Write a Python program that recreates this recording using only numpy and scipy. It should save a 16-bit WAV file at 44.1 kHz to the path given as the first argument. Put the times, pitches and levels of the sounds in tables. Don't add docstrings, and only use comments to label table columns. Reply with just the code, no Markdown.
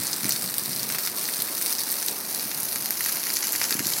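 import sys
import numpy as np
from scipy import signal
from scipy.fft import rfft, irfft
from scipy.io import wavfile
from scipy.ndimage import uniform_filter1d, map_coordinates

SR = 44100
rng = np.random.default_rng(int(sys.argv[2]) if len(sys.argv) > 2 else 0)


def waveform_to_disk(signal):
    frames = np.transpose(np.atleast_2d(signal))
    scaled = np.clip(frames, -1, 1) * 32767
    samples = np.round(scaled).astype(np.int16)
    wavfile.write(sys.argv[1], SR, samples)


N = 176400


# time_s, gain_db
RAIN_STRENGTH = [(0.0, -0.5), (0.06, -0.5), (0.18, 0.5), (0.33, 0.5), (0.39, -0.5), (0.42, 0.5), (0.54, -2),
                 (0.57, -0.7), (0.75, -1.5), (0.84, 1.5), (0.87, -3), (0.955, 3), (0.972, -6), (1.0, 0.5),
                 (1.06, 1.5), (1.11, -4.1), (1.23, 2.5), (1.26, -1.5), (1.41, 0.7), (1.5, -3), (1.59, 0.7),
                 (1.71, 2), (1.77, -2.5), (1.8, 1.5), (1.83, -1), (1.92, 0), (2.07, 0), (2.14, -1.5),
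                 (2.22, -4), (2.3, -2.5), (2.49, -0.5), (2.52, -3), (2.55, -1.5), (2.7, -1.5), (2.76, -1.5),
                 (2.79, -1.2), (2.88, -3), (3.09, 2.5), (3.12, 0.8), (3.39, -1), (3.45, 1), (3.66, 1.5),
                 (3.72, 2), (3.78, -2), (3.87, -0.5), (4.0, 2)]
# time_s, gain_db
SLAP_GAIN = [(0, 1), (1, 0.5), (2.2, 0.5), (2.9, -1), (3.1, 2), (3.6, 3), (4, 2.5)]
# slap_db, tick_db, fizz_db
SMALL_DROP = [-49.5, -39.5, -36]

def patter(count=2000, size_spread_db=4, colour_spread_db=2.5, ceiling_db=9.5):
    times = rng.uniform(0, N / SR, count)
    size_db = size_spread_db * rng.standard_normal((count, 1))
    colour_db = colour_spread_db * rng.standard_normal((count, 3))
    levels_db = SMALL_DROP + np.minimum(size_db + colour_db, ceiling_db)
    levels_db += curves_at(RAIN_STRENGTH, times)[0][:, None]
    levels_db[:, 0] += curves_at(SLAP_GAIN, times)[0]
    return impacts(times, levels_db)


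# start_s, slap_db, tick_db, fizz_db
CLOSE_DROPS = [(0.0693, -42, -20.5, -20.5), (0.0777, -46, -25, -28), (0.131, -39, -18, -33),
               (0.2326, -38, -24, -27), (0.2443, -26.5, -21, -22), (0.256, -28, -26, -29),
               (0.293, -31, -30, -14), (0.3077, -44, -18, -34), (0.3127, -44, -25, -29),
               (0.322, -45, -18, -19), (0.3618, -42, -25.5, -30), (0.541, -37, -24.5, -22.5),
               (0.5824, -50, -23, -16), (0.6362, -49, -25.5, -26), (0.6587, -48, -27.5, -25),
               (0.7263, -53, -33, -31), (0.762, -56, -25, -25), (0.795, -41, -26, -32),
               (0.8313, -48, -20, -25), (0.9012, -27, -23.5, -26), (0.924, -34, -25, -30),
               (0.948, -25, -33, -29), (0.985, -28, -24.5, -24), (0.989, -47, -24, -24),
               (1.0526, -44, -24, -39), (1.074, -28, -23, -25), (1.0781, -35, -27, -30),
               (1.1941, -48, -26, -29), (1.2544, -38, -22.5, -37), (1.289, -28, -36, -24),
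               (1.4212, -34, -29, -15.5), (1.4868, -31.5, -32, -28), (1.5793, -46, -24.5, -32),
               (1.6138, -32, -32, -21), (1.6613, -30, -23.5, -20), (1.7512, -40, -24, -33),
               (1.7272, -47, -22, -21), (1.7842, -44, -19.5, -34), (1.7894, -34, -25, -28),
               (1.911, -53, -40, -24), (1.9175, -56, -46, -18), (1.9274, -53, -44, -21),
               (2.0273, -33, -23.5, -25), (2.063, -43, -42, -19), (2.084, -36, -19, -19),
               (2.3478, -53, -23, -24.5), (2.3963, -36, -25, -31), (2.5152, -30, -26, -43),
               (2.6064, -46, -38, -25), (2.632, -43, -43, -20.5), (2.7287, -50, -28, -25),
               (2.759, -27.5, -22, -23.5), (2.8587, -33, -22.5, -22), (2.907, -29, -24, -18),
               (2.955, -38, -36, -29), (3.0076, -25, -28, -21), (3.0618, -27, -24.5, -21),
               (3.084, -48, -30, -33), (3.09, -31, -33, -28), (3.0973, -33, -28, -36),
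               (3.1704, -31, -27, -24), (3.2378, -35, -23, -24), (3.269, -27, -27, -26),
               (3.3029, -28, -22.5, -28), (3.334, -50, -42, -22), (3.3389, -48, -29, -21),
               (3.3553, -46, -23, -31), (3.3692, -32.5, -19, -26), (3.4253, -42, -23, -30),
               (3.4294, -28, -22, -28), (3.4704, -42, -24, -20), (3.523, -48, -36, -18),
               (3.5306, -50, -41, -21), (3.538, -34, -28, -29), (3.552, -26.5, -27, -37),
               (3.6153, -19, -21.5, -26), (3.6195, -35, -25, -29), (3.639, -42, -23, -29),
               (3.6415, -30, -20.5, -33), (3.7078, -26, -20.5, -19), (3.7256, -26.5, -19.5, -38),
               (3.742, -33, -34, -22), (3.7937, -23.5, -25.5, -24), (3.856, -44, -23, -27),
               (3.869, -41, -22.5, -18.5), (3.8892, -42, -27, -25), (3.9022, -30.5, -31, -20),
               (3.922, -32, -31, -28), (3.9362, -53, -19, -29)]
# slap_db, tick_db, fizz_db
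SPRAY_GAIN = [-19.5, -19, -21]

def close_drops(droplets=16, mean_flight_s=0.012, hit_gain_db=-0.76):
    drops = np.array(CLOSE_DROPS)
    parents = np.repeat(drops, droplets, axis=0)
    flight_s = mean_flight_s * rng.exponential(size=len(parents))
    hits = impacts(drops[:, 0], drops[:, 1:] + hit_gain_db, pitch_spread=0.034)
    spray = impacts(parents[:, 0] + flight_s, parents[:, 1:] + SPRAY_GAIN)
    return hits + spray


# low_hz, high_hz, decay_s
BURST_BANDS = [(4084, 6700, 0.00018), (8200, 13730, 0.00044)]
SLAP_HZ, SLAP_RISE_S, SLAP_LEAD_S, BURST_RISE_S = 2090, 0.00036, 0.0003, 0.00008
HEAVY_FROM_DB, SAG_PER_DB = -29, 0.016

def impacts(times, levels_db, pitch_spread=0.16):
    offsets = np.arange(160)
    t = offsets / SR
    starts = (np.maximum(times - SLAP_LEAD_S, 0) * SR).astype(int)
    samples = starts[:, None] + offsets
    sag = SAG_PER_DB * np.maximum(levels_db[:, :1] - HEAVY_FROM_DB, 0)
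    detune, phase = np.hsplit(rng.standard_normal((len(times), 2)), 2)
    pitch_hz = SLAP_HZ * np.exp(pitch_spread * detune - sag)
    slap_envelope = t ** 2 * np.exp(-2 * t / SLAP_RISE_S)
    parts = [slap_envelope * np.sin(2 * np.pi * (pitch_hz * t + phase))]
    age = np.maximum(t - SLAP_LEAD_S, 0)
    for low_hz, high_hz, decay_s in BURST_BANDS:
        band = signal.butter(2, [low_hz, high_hz], 'bandpass', fs=SR, output='sos')
        envelope = (1 - np.exp(-age / BURST_RISE_S)) * np.exp(-age / decay_s)
        parts.append(signal.sosfilt(band, rng.standard_normal(samples.shape) * envelope))
    sound = np.zeros(samples.shape)
    for part, level_db in zip(parts, levels_db.T):
        rms = np.sqrt(np.sum(part ** 2, axis=1, keepdims=True) / (0.002 * SR))
        sound += part / rms * amp(level_db)[:, None]
    return np.bincount(samples.ravel(), sound.ravel(), N)[:N]


def shelter_echo(x, places=8, t60_s=0.042, gain_db=-4.5):
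    t = np.arange(SR // 10) / SR
    place = (np.arange(N) // (SR // 50)) % places
    tails = rng.standard_normal((places, len(t))) * amp(-60 * t / t60_s)
    tails /= np.linalg.norm(tails, axis=1, keepdims=True)
    echoes = (signal.fftconvolve(x * (place == i), tail)[:N] for i, tail in enumerate(tails))
    return amp(gain_db) * sum(echoes)


# frequency_hz, density_db
WASH_SPECTRUM = [(25, -44), (60, -38), (90, -15), (130, -10.5), (215, 1), (350, 3), (450, -0.5), (900, -1),
                 (2100, -6), (3200, -6), (4800, -3), (7000, -1), (11500, 0), (15500, -2)]

def far_wash(level_db=-31.5, patchy_db=1, treble_from_hz=1800):
    def swell_db(hz, t):
        patches = rng.standard_normal((len(hz), len(t)))
        patches = uniform_filter1d(patches, 5, axis=0)
        patches = uniform_filter1d(patches, 16, axis=1)
        treble = hz ** 2 / (hz ** 2 + treble_from_hz ** 2)
        return patchy_db * patches / patches.std() + treble * curves_at(RAIN_STRENGTH, t)[0]
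    return amp(level_db) * recolour(coloured_noise(WASH_SPECTRUM), swell_db)


# start_s, peak_db, pitch_hz
DULL_BUMPS = [(.234, -27, 210), (0.251, -19, 225), (0.275, -28, 240), (0.445, -30, 146), (0.62, -30, 150),
              (.692, -28, 232), (0.83, -30, 141), (1.39, -32, 150), (2.457, -29.5, 218), (2.63, -32, 170),
              (3.719, -29, 325), (3.751, -24.5, 270), (3.797, -32, 210), (3.804, -23, 272),
              (3.86, -26, 193)]

def bumps(rise_s=0.0016, low_cut_hz=124):
    t = np.arange(N) / SR
    knocks = np.zeros(N)
    for start_s, peak_db, pitch_hz in DULL_BUMPS:
        age = np.maximum(t - start_s, 0)
        envelope = age / rise_s * np.exp(1 - age / rise_s)
        knocks += amp(peak_db) * envelope * np.sin(2 * np.pi * pitch_hz * age)
    return signal.sosfilt(signal.butter(2, low_cut_hz, 'highpass', fs=SR, output='sos'), knocks)


# time_s, level_db
RUMBLE_COURSE = [(0, -34.5), (.06, -49), (.25, -42.5), (.55, -46), (.7, -44), (.88, -41), (1.02, -53),
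                 (2.3, -54.5), (2.5, -49), (3.4, -54), (3.7, -51), (3.8, -39.5), (4, -53)]
# frequency_hz, density_db
RUMBLE_SPECTRUM = [(25, -30), (70, -27), (120, -1.5), (220, 0), (350, -11.5), (700, -27), (2000, -70)]

def rumble(lumps_db=2, lumps_per_s=26):
    t = np.arange(N) / SR
    lumps = map_coordinates(rng.standard_normal(400), [t * lumps_per_s], mode='wrap')
    level_db = curves_at(RUMBLE_COURSE, t)[0] + lumps_db * lumps
    return amp(level_db) * coloured_noise(RUMBLE_SPECTRUM)


def amp(db):
    return 10 ** (np.asarray(db) / 20)


def curves_at(rows, t):
    times, *columns = np.transpose(rows)
    return [np.interp(t, times, column) for column in columns]


def coloured_noise(spectrum):
    knots_hz, knots_db = np.transpose(spectrum)
    hz = np.fft.rfftfreq(N, 1 / SR)
    gain_db = np.interp(np.log(hz + 1), np.log(knots_hz), knots_db)
    x = irfft(rfft(rng.standard_normal(N)) * amp(gain_db), N)
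    return x / x.std()


def recolour(x, gain_db):
    hz, t, spectra = signal.stft(x, SR, nperseg=256)
    return signal.istft(spectra * amp(gain_db(hz[:, None], t)), SR, nperseg=256)[1][:N]


def scene(close_echo_db=-3):
    small, close = patter(), close_drops()
    echo = shelter_echo(small + amp(close_echo_db) * close)
    return (small + close + echo + far_wash() + rumble() + bumps())[None]


# time_s, hollow_hz, notch_hz, lower_peak_db, upper_peak_db
MICROPHONE_COLOUR = [(0, 3040, 6800, -3.5, -0.5), (1, 3140, 6950, -1.5, 4.5), (2, 3100, 7130, 0, 2.5),
                     (2.7, 3400, 7650, 3.5, 4), (3.3, 3580, 8200, 2, 1), (4, 3520, 9000, 2, 0)]

def record(dry, hollow_db=-3, notch_db=-5.5, low_cut_hz=47, top_hz=15900):
    def colour_db(hz, t):
        def bell(centre_hz, width_hz):
            return np.exp(-0.5 * ((hz - centre_hz) / width_hz) ** 2)
        hollow_hz, notch_hz, lower_peak_db, upper_peak_db = curves_at(MICROPHONE_COLOUR, t)
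        dips = hollow_db * bell(hollow_hz, width_hz=324) + notch_db * bell(notch_hz, width_hz=670)
        peaks = lower_peak_db * bell(11400, width_hz=820) + upper_peak_db * bell(14400, width_hz=820)
        return dips + peaks
    bass_cut = signal.butter(1, low_cut_hz, 'highpass', fs=SR, output='sos')
    coloured = signal.sosfilt(bass_cut, recolour(dry[0], colour_db))
    passband = np.fft.rfftfreq(N, 1 / SR) < top_hz
    return irfft(rfft(coloured) * passband, N)[None]


dry = scene()
out = record(dry)
waveform_to_disk(out)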